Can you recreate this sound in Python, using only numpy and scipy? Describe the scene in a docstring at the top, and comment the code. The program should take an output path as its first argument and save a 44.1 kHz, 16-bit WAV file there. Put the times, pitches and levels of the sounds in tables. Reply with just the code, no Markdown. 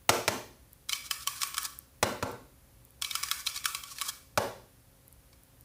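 """A small plastic battery housing is rapped twice on a towel-covered table, which rings briefly.
Then a toothbrush scrubs its contacts: bristles swish in the hollow shell, the brush head clacks
against its walls, and the brush is pulled out. Two more raps and a second scrub follow.
A last rap, a few handling ticks and one faint clack end the scene.
All along, a hard-walled workroom answers every blow, over a faint hum and hiss."""
import sys
import numpy as np
from scipy import signal
from scipy.fft import rfft, irfft, next_fast_len
from scipy.io import wavfile
from scipy.ndimage import map_coordinates

SR = 44100
rng = np.random.default_rng(int(sys.argv[2]) if len(sys.argv) > 2 else 0)


def persist_wave(psi):
    """Save psi, clipped to +-1, as 16-bit WAV."""
    counts = np.round(np.clip(psi, -1, 1) * 32767).astype(np.int16)
    wavfile.write(sys.argv[1], SR, np.atleast_2d(counts).T)


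N = 248724
T = np.arange(SR // 8) / SR  # seconds since the start of one short sound


def amp(db):
    """Turn decibels into a gain."""
    return 10 ** (np.asarray(db) / 20)


def unit(x):
    """Scale a sound to an average (rms) level of 1."""
    return x / np.sqrt(np.mean(x ** 2) + 1e-20)


def blow(x):
    """Scale a short sound to the energy of one millisecond at full level."""
    return x / np.sqrt(np.sum(x ** 2) / (SR / 1000) + 1e-20)


def along(points, hz):
    """Read a value between (Hz, value) points, on a log frequency axis."""
    f, v = np.transpose(points)
    return np.interp(np.log(hz + 1), np.log(f + 1), v)


def coloured(x, points):
    """Give a sound the tone colour drawn by (Hz, dB) points."""
    m = 2 * next_fast_len(len(x))
    gain = amp(along(points, np.fft.rfftfreq(m, 1 / SR)))
    cepstrum = irfft(np.log(gain))
    # folding this in half keeps the filter from ringing before a hit
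    cepstrum[1:m // 2] *= 2
    cepstrum[m // 2 + 1:] = 0
    return irfft(rfft(x, m) * np.exp(rfft(cepstrum)))[:len(x)]


def fade(t, t60):
    """Die away by 60 dB in t60 seconds, the ring time."""
    return np.exp(-np.log(1000) * t / t60)


def add(track, start, x):
    """Mix x into the track from start, in seconds."""
    part = track[max(round(start * SR), 0):][:len(x)]
    part += x[:len(part)]


def ring(modes, scatter_db, attack, emphasis_db=0, detune=0):
    """A struck object's fading notes, at new strengths each time; a changing grip detunes them."""
    hz, db, t60 = np.transpose(modes)[:, :, None]
    hz = hz * (1 + detune * rng.standard_normal(hz.shape))
    size = amp(db + emphasis_db + scatter_db * rng.standard_normal(hz.shape))
    waves = np.sin(2 * np.pi * (hz * T + rng.random(hz.shape)))
    return blow((size * waves * fade(T, t60)).sum(0) * (1 - np.exp(-T / attack)))


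def crack(colour, t60, attack):
    """A hard contact: so many quickly dying high notes that they blur into noise."""
    burst = rng.standard_normal(len(T)) * fade(T, t60) * (1 - np.exp(-T / attack))
    return blow(coloured(burst, colour))


# The hum's tones. Each row: pitch in Hz, relative level in dB.
HUM_TONES = [(64.6, -69.5), (269.2, -75), (463.0, -88), (538.3, -76)]
# The colour of the rumble and hiss. Each row: frequency in Hz, relative level in dB.
HISS_COLOUR = [(20, -22), (32, -19.5), (42, -0.5), (65, 2.5), (95, -5), (125, 1), (150, -8.5), (270, -14),
               (450, -18), (1000, -21.5), (3000, -27), (8000, -28.5), (10500, -23.5), (15000, -27)]
def background():
    """Low room rumble, hiss and a few slightly unsteady hum tones."""
    t = np.arange(N) / SR
    hum = np.zeros(N)
    for hz, db in HUM_TONES:
        drift = map_coordinates(rng.standard_normal(32), [4 * t])
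        hum += amp(db) * np.sqrt(2) * np.sin(2 * np.pi * hz * t + 0.21 * drift)
    hiss = unit(coloured(rng.standard_normal(N), HISS_COLOUR))
    return amp(-1) * hum + amp(-59.5) * hiss


# How long the room echoes. Each row: frequency in Hz, ring time in seconds.
ECHO_TIMES = [(100, 1), (450, 0.39), (1500, 0.42), (5000, 0.5), (10000, 0.44), (16000, 0.53)]
# The colour of the echo. Each row: frequency in Hz, relative level in dB.
ECHO_COLOUR = [(25, -33), (60, -13), (130, -26), (250, 18), (450, 5.5), (700, 3.5), (1500, 1.5),
               (3000, -0.5), (6000, -2), (15000, 1.5)]
def room_response(early_db=-5, early_t60=0.1, build_s=0.031):
    """Nearby clutter answers at once; the far walls' echo builds later and lasts longest in the bass."""
    hz, t, bands = signal.stft(rng.standard_normal(SR * 3 // 4), SR, nperseg=256)
    bands = bands * fade(t, along(ECHO_TIMES, hz)[:, None]) * amp(along(ECHO_COLOUR, hz))[:, None]
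    tail = signal.istft(bands, SR, nperseg=256)[1]
    t = np.arange(len(tail)) / SR
    tail *= 1 - np.exp(-(t / build_s) ** 2)
    early = rng.standard_normal(len(t)) ** 3 * fade(t, early_t60) * (t > 0.003)
    return amp(early_db) * early / np.linalg.norm(early) + tail / np.linalg.norm(tail)


def in_room(source, room_db, count=3):
    """A source sends a different mix of notes each way: one to the listener, the others to the walls."""
    echoes = sum(signal.fftconvolve(source(), room_response())[:N] for _ in range(count))
    return source() + amp(room_db) * echoes / np.sqrt(count)


# Handling ticks. Each row: start in seconds, relative level in dB.
HANDLING_TICKS = [(0.731, -32.5), (1.4727, -22), (1.6307, -19), (1.7883, -21), (2.3154, -32),
                  (2.8504, -34.5), (2.906, -41), (5.0799, -35), (5.1264, -36.5), (5.4343, -39.5),
                  (5.6093, -36.5)]
# Their thin colour. 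Each row: frequency in Hz, relative level in dB.
TICK_COLOUR = [(1000, -40), (6500, -9.5), (9500, 6.5), (15000, 7), (17000, 6.5)]
def ticks():
    """Tiny dry ticks, nearly all treble, while the housing is handled."""
    out = np.zeros(N)
    for start, db in HANDLING_TICKS:
        add(out, start + 0.0007, amp(db - 7.5) * crack(TICK_COLOUR, t60=0.0043, attack=0.0001))
    return out


# Raps on the table. Each row: start in seconds, then relative levels in dB
# of the whole rap, the table's ring and the plastic's crack.
TABLE_RAPS = [(0.091, -2.5, -12, -15), (0.278, -12, -10, -10), (2.027, -3.5, -10.5, -19.5),
              (2.225, -8, -10.5, -25), (4.374, -5.5, -9, -19)]
# Table and housing ringing together. Each row: pitch in Hz, relative level in dB, ring time in seconds.
TABLE_NOTES = [(199.2, -12, 0.055), (259.5, -18, 0.088), (378.3, -18, 0.11), (483.5, -20.5, 0.17),
               (578, 1, 0.046), (710, -6, 0.012), (868.4, -2.5, 0.042), (1010, -1.5, 0.022),
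               (1156, 0.5, 0.022), (1365, -4.5, 0.047), (1496, -0.5, .018), (1784, -15, 0.011),
               (2180, -2, 0.0085), (2500, -7.5, .015)]
# The colour of the plastic's crack. Each row: frequency in Hz, relative level in dB.
PLASTIC_COLOUR = [(30, -40), (200, -4), (700, 6.5), (1400, 2.5), (2000, 2.5), (3000, -2), (6000, -2.5),
                  (9000, -8), (15000, -15)]
def raps(thud_hz=107, settle_s=0.00682):
    """The housing lands on an edge, then flat; the table top rings briefly and gives one low bounce."""
    out = np.zeros(N)
    bounce = blow(np.sin(2 * np.pi * thud_hz * T) * fade(T, 0.055) * (1 - np.exp(-T / 0.014)) ** 2)
    # the towel cushions the second contact, so mostly the low notes answer
    cushion_db = -8 * np.maximum(np.log2(np.array(TABLE_NOTES)[:, :1] / 700), 0)
    for start, db, board_db, crack_db in TABLE_RAPS:
        board = amp(board_db + 1) * ring(TABLE_NOTES, scatter_db=-1.5, attack=0.0006)
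        plastic = amp(crack_db + 10.5) * crack(PLASTIC_COLOUR, t60=0.038, attack=0.00044)
        add(out, start + 0.0007, amp(db) * (board + plastic))
        flat_landing = ring(TABLE_NOTES, scatter_db=5, attack=0.00085, emphasis_db=cushion_db)
        add(out, start + settle_s, amp(db + board_db - 2) * flat_landing)
        # the bounce follows the weight of the hand more than the hardness of the hit
        add(out, start + 0.0015, amp(0.4 * db - 19.5) * bounce)
    return out


# Free sweeps of the brush. Each row: fastest moment in seconds, relative level in dB.
BRUSH_SWEEPS = [(1.060, -44), (1.222, -44), (1.374, -43), (1.419, -38), (3.195, -48), (3.270, -46),
                (3.401, -41.5), (3.470, -41.5), (3.562, -39), (3.700, -48.5), (3.881, -48.5),
                (3.920, -43.5), (3.968, -47.5), (4.005, -44)]
# The brush is drawn out. Each row: moment it springs free in seconds, relative level in dB.
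BRUSH_EXITS = [(1.653, -33), (4.091, -31.5)]
def strokes():
    """List every bristle movement: middle in seconds, half length in seconds, relative level in dB."""
    moves = [(middle, 0.015, db) for middle, db in BRUSH_SWEEPS]
    for hit, db, _, _ in HEAD_CLACKS:
        moves.append((hit - 0.002, 0.003, db - 26))  # bristles land just before the head
        moves.append((hit + 0.024, 0.013, db - 29.5))  # and drag on after it
    for release, db in BRUSH_EXITS:
        moves.append((release - 0.028, 0.016, db - 9.5))  # the brush is pulled
        moves.append((release, 0.0089, db))  # and springs free
    return moves


# The colour of the swish. Each row: frequency in Hz, relative level in dB.
SWISH_COLOUR = [(400, -47), (850, -14), (1200, -2.5), (1700, -18.5), (2300, -13), (3000, -0.5), (4600, 4.5),
                (6500, 3.5), (9800, 2), (12000, -2), (15500, -4)]
def bristles(flicks_per_s=2600, grit_db=3, ring_db=-11):
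    """In each stroke bristles catch and flick free, making a new spot on the housing ring."""
    out = np.zeros(N)
    t = np.concatenate([-T[::-1], T])
    for middle, half_s, db in strokes():
        speed = np.exp(-0.5 * (t / half_s) ** 2)
        slips = rng.random(len(t)) < flicks_per_s / SR * (0.5 + speed)
        flicks = unit(slips * rng.choice([-1, 1], len(t)) * amp(grit_db * rng.standard_normal(len(t))))
        swish = unit(coloured(flicks, SWISH_COLOUR))
        for notes in (HOLLOW_NOTES, WALL_NOTES):
            spot = ring(notes, scatter_db=5, attack=0.0002, detune=0.0326)
            swish += amp(ring_db) * unit(signal.fftconvolve(flicks, spot)[:len(t)])
        add(out, middle + t[0], amp(db - 4) * speed * swish)
    return out


def contact(depth):
    """Relative dB of the hollow's ring and of the sharp edge: both grow as the brush strikes deeper."""
    return -29 + 18.5 * depth, -17 + 10.5 * depth


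def opening_emphasis(db, depth, hard_db=-14, boost_db=5, width_octaves=0.33):
    """Extra dB for some of the hollow's notes: deep blows above hard_db stir the higher ones."""
    favoured_hz = 1130 * 2 ** (0.3 * depth * max(db - hard_db, 0))
    octaves_away = np.log2(np.array(HOLLOW_NOTES)[:, :1] / favoured_hz)
    return boost_db * np.exp(-(octaves_away / width_octaves) ** 2)


def pings(ping_t60=0.029):
    """The struck spot pings towards the listener, most clearly when the clack has little edge."""
    out = np.zeros(N)
    for start, db, depth, spot_hz in HEAD_CLACKS:
        _, edge_db = contact(depth)
        ping = ring([(spot_hz, 0, ping_t60)], scatter_db=0, attack=0.0002)
        add(out, start + 0.00056, amp(db - 15 - 0.37 * edge_db) * ping)
    return out


# The brush head hits the housing. Each row: start in seconds, relative level in dB,
# depth from 0 at the rim to 1 deep inside, pitch of the struck spot's ping in Hz.
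HEAD_CLACKS = [(0.8933, -14, .25, 3950), (0.924, -18.5, 0.34, 4120), (0.9305, -11, 0.04, 3080),
               (1.1104, -13, 0.61, 3050), (1.273, -14, 0.78, 3110), (1.4169, -15.5, 0.36, 5480),
               (1.4316, -14.5, 0.83, 5250), (1.5428, -24, 0.82, 5010), (1.5689, -24, 0.81, 5040),
               (1.5795, -16.5, 0.96, 5300), (3.0211, -14.5, .35, 3330), (3.0458, -15, 0, 4010),
               (3.1097, -15.5, 0, 3680), (3.1523, -14, 0.7, 3050), (3.2292, -23.5, 0.79, 4900),
               (3.234, -15.5, 0.62, 5220), (3.285, -25, 0.48, 4800), (3.3126, -12.5, .68, 3870),
               (3.4661, -17, 0, 3800), (3.4706, -11.5, 0.0031, 4100), (3.5606, -21.5, 0.36, 3870),
               (3.5744, -21.5, 0.033, 4430), (3.6417, -23, .6, 3970), (3.6553, -12.5, 0.88, 5350),
               (3.7475, -17, .55, 3950), (3.8358, -26.5, 0.61, 3180), (3.984, -25.5, .5, 4380),
               (4.013, -17.5, 0.62, 3910), (4.0182, -22.5, 0.98, 3070), (5.3291, -45.5, .4, 4540)]
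# The air inside the housing. Each row: pitch in Hz, relative level in dB, ring time in seconds.
HOLLOW_NOTES = [(1135.3, -3, 0.057), (1322, -3.5, 0.034), (1510, -4.5, 0.018), (1736, 0, 0.017)]
# The housing's walls. Each row: pitch in Hz, relative level in dB, ring time in seconds.
WALL_NOTES = [(2276, -2.5, 0.039), (2334, -2.5, 0.015), (2586, -9.5, 0.057), (3130, -1, 0.02),
              (3360, -1.5, 0.018), (3950, -5, 0.02), (4020, -5.5, 0.012), (4414, -10, 0.059),
              (5095, 0.5, 0.0246), (5735, 0.5, 0.023), (6400, -10.5, 0.019)]
# The colour of a clack's sharp edge. Each row: frequency in Hz, relative level in dB.
EDGE_COLOUR = [(300, -32), (800, -15.5), (1200, -14.5), (2500, -3.5), (5000, -4), (7500, 1), (9700, 0.5),
               (11500, -5.5), (15500, -4)]
def clacks():
    """The brush head ends its strokes on the housing: walls and hollow ring under a sharp edge."""
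    out = np.zeros(N)
    for start, db, depth, _ in HEAD_CLACKS:
        hollow_db, edge_db = contact(depth)
        walls = ring(WALL_NOTES, scatter_db=3.5, attack=0.000423, detune=0.023)
        # brush and fingers cover the opening differently from blow to blow
        opening_db = opening_emphasis(db, depth)
        hollow = ring(HOLLOW_NOTES, scatter_db=5.5, attack=0.000957, emphasis_db=opening_db, detune=0.012)
        edge = crack(EDGE_COLOUR, t60=0.008, attack=0.0003) + crack(EDGE_COLOUR, t60=0.03, attack=0.0005)
        clack = amp(-9) * walls + amp(hollow_db + 5) * hollow + amp(edge_db + 1.5) * edge
        add(out, start + 0.00063, amp(db) * clack)
    return out


def scene():
    """Raps, scrubbing and ticks in the workroom, over the background, in one channel."""
    scrubbing = in_room(clacks, room_db=-6.5) + pings() + in_room(bristles, room_db=-11.5)
    return (in_room(raps, room_db=-6) + scrubbing + in_room(ticks, room_db=-28) + background())[None]


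def record(dry, top_hz=15550):
    """Cut away the very highest treble, above top_hz."""
    m = next_fast_len(N + SR // 2)
    kept = np.fft.rfftfreq(m, 1 / SR) < top_hz
    return irfft(rfft(dry, m) * kept, m)[..., :N]


dry = scene()
out = record(dry)
persist_wave(out)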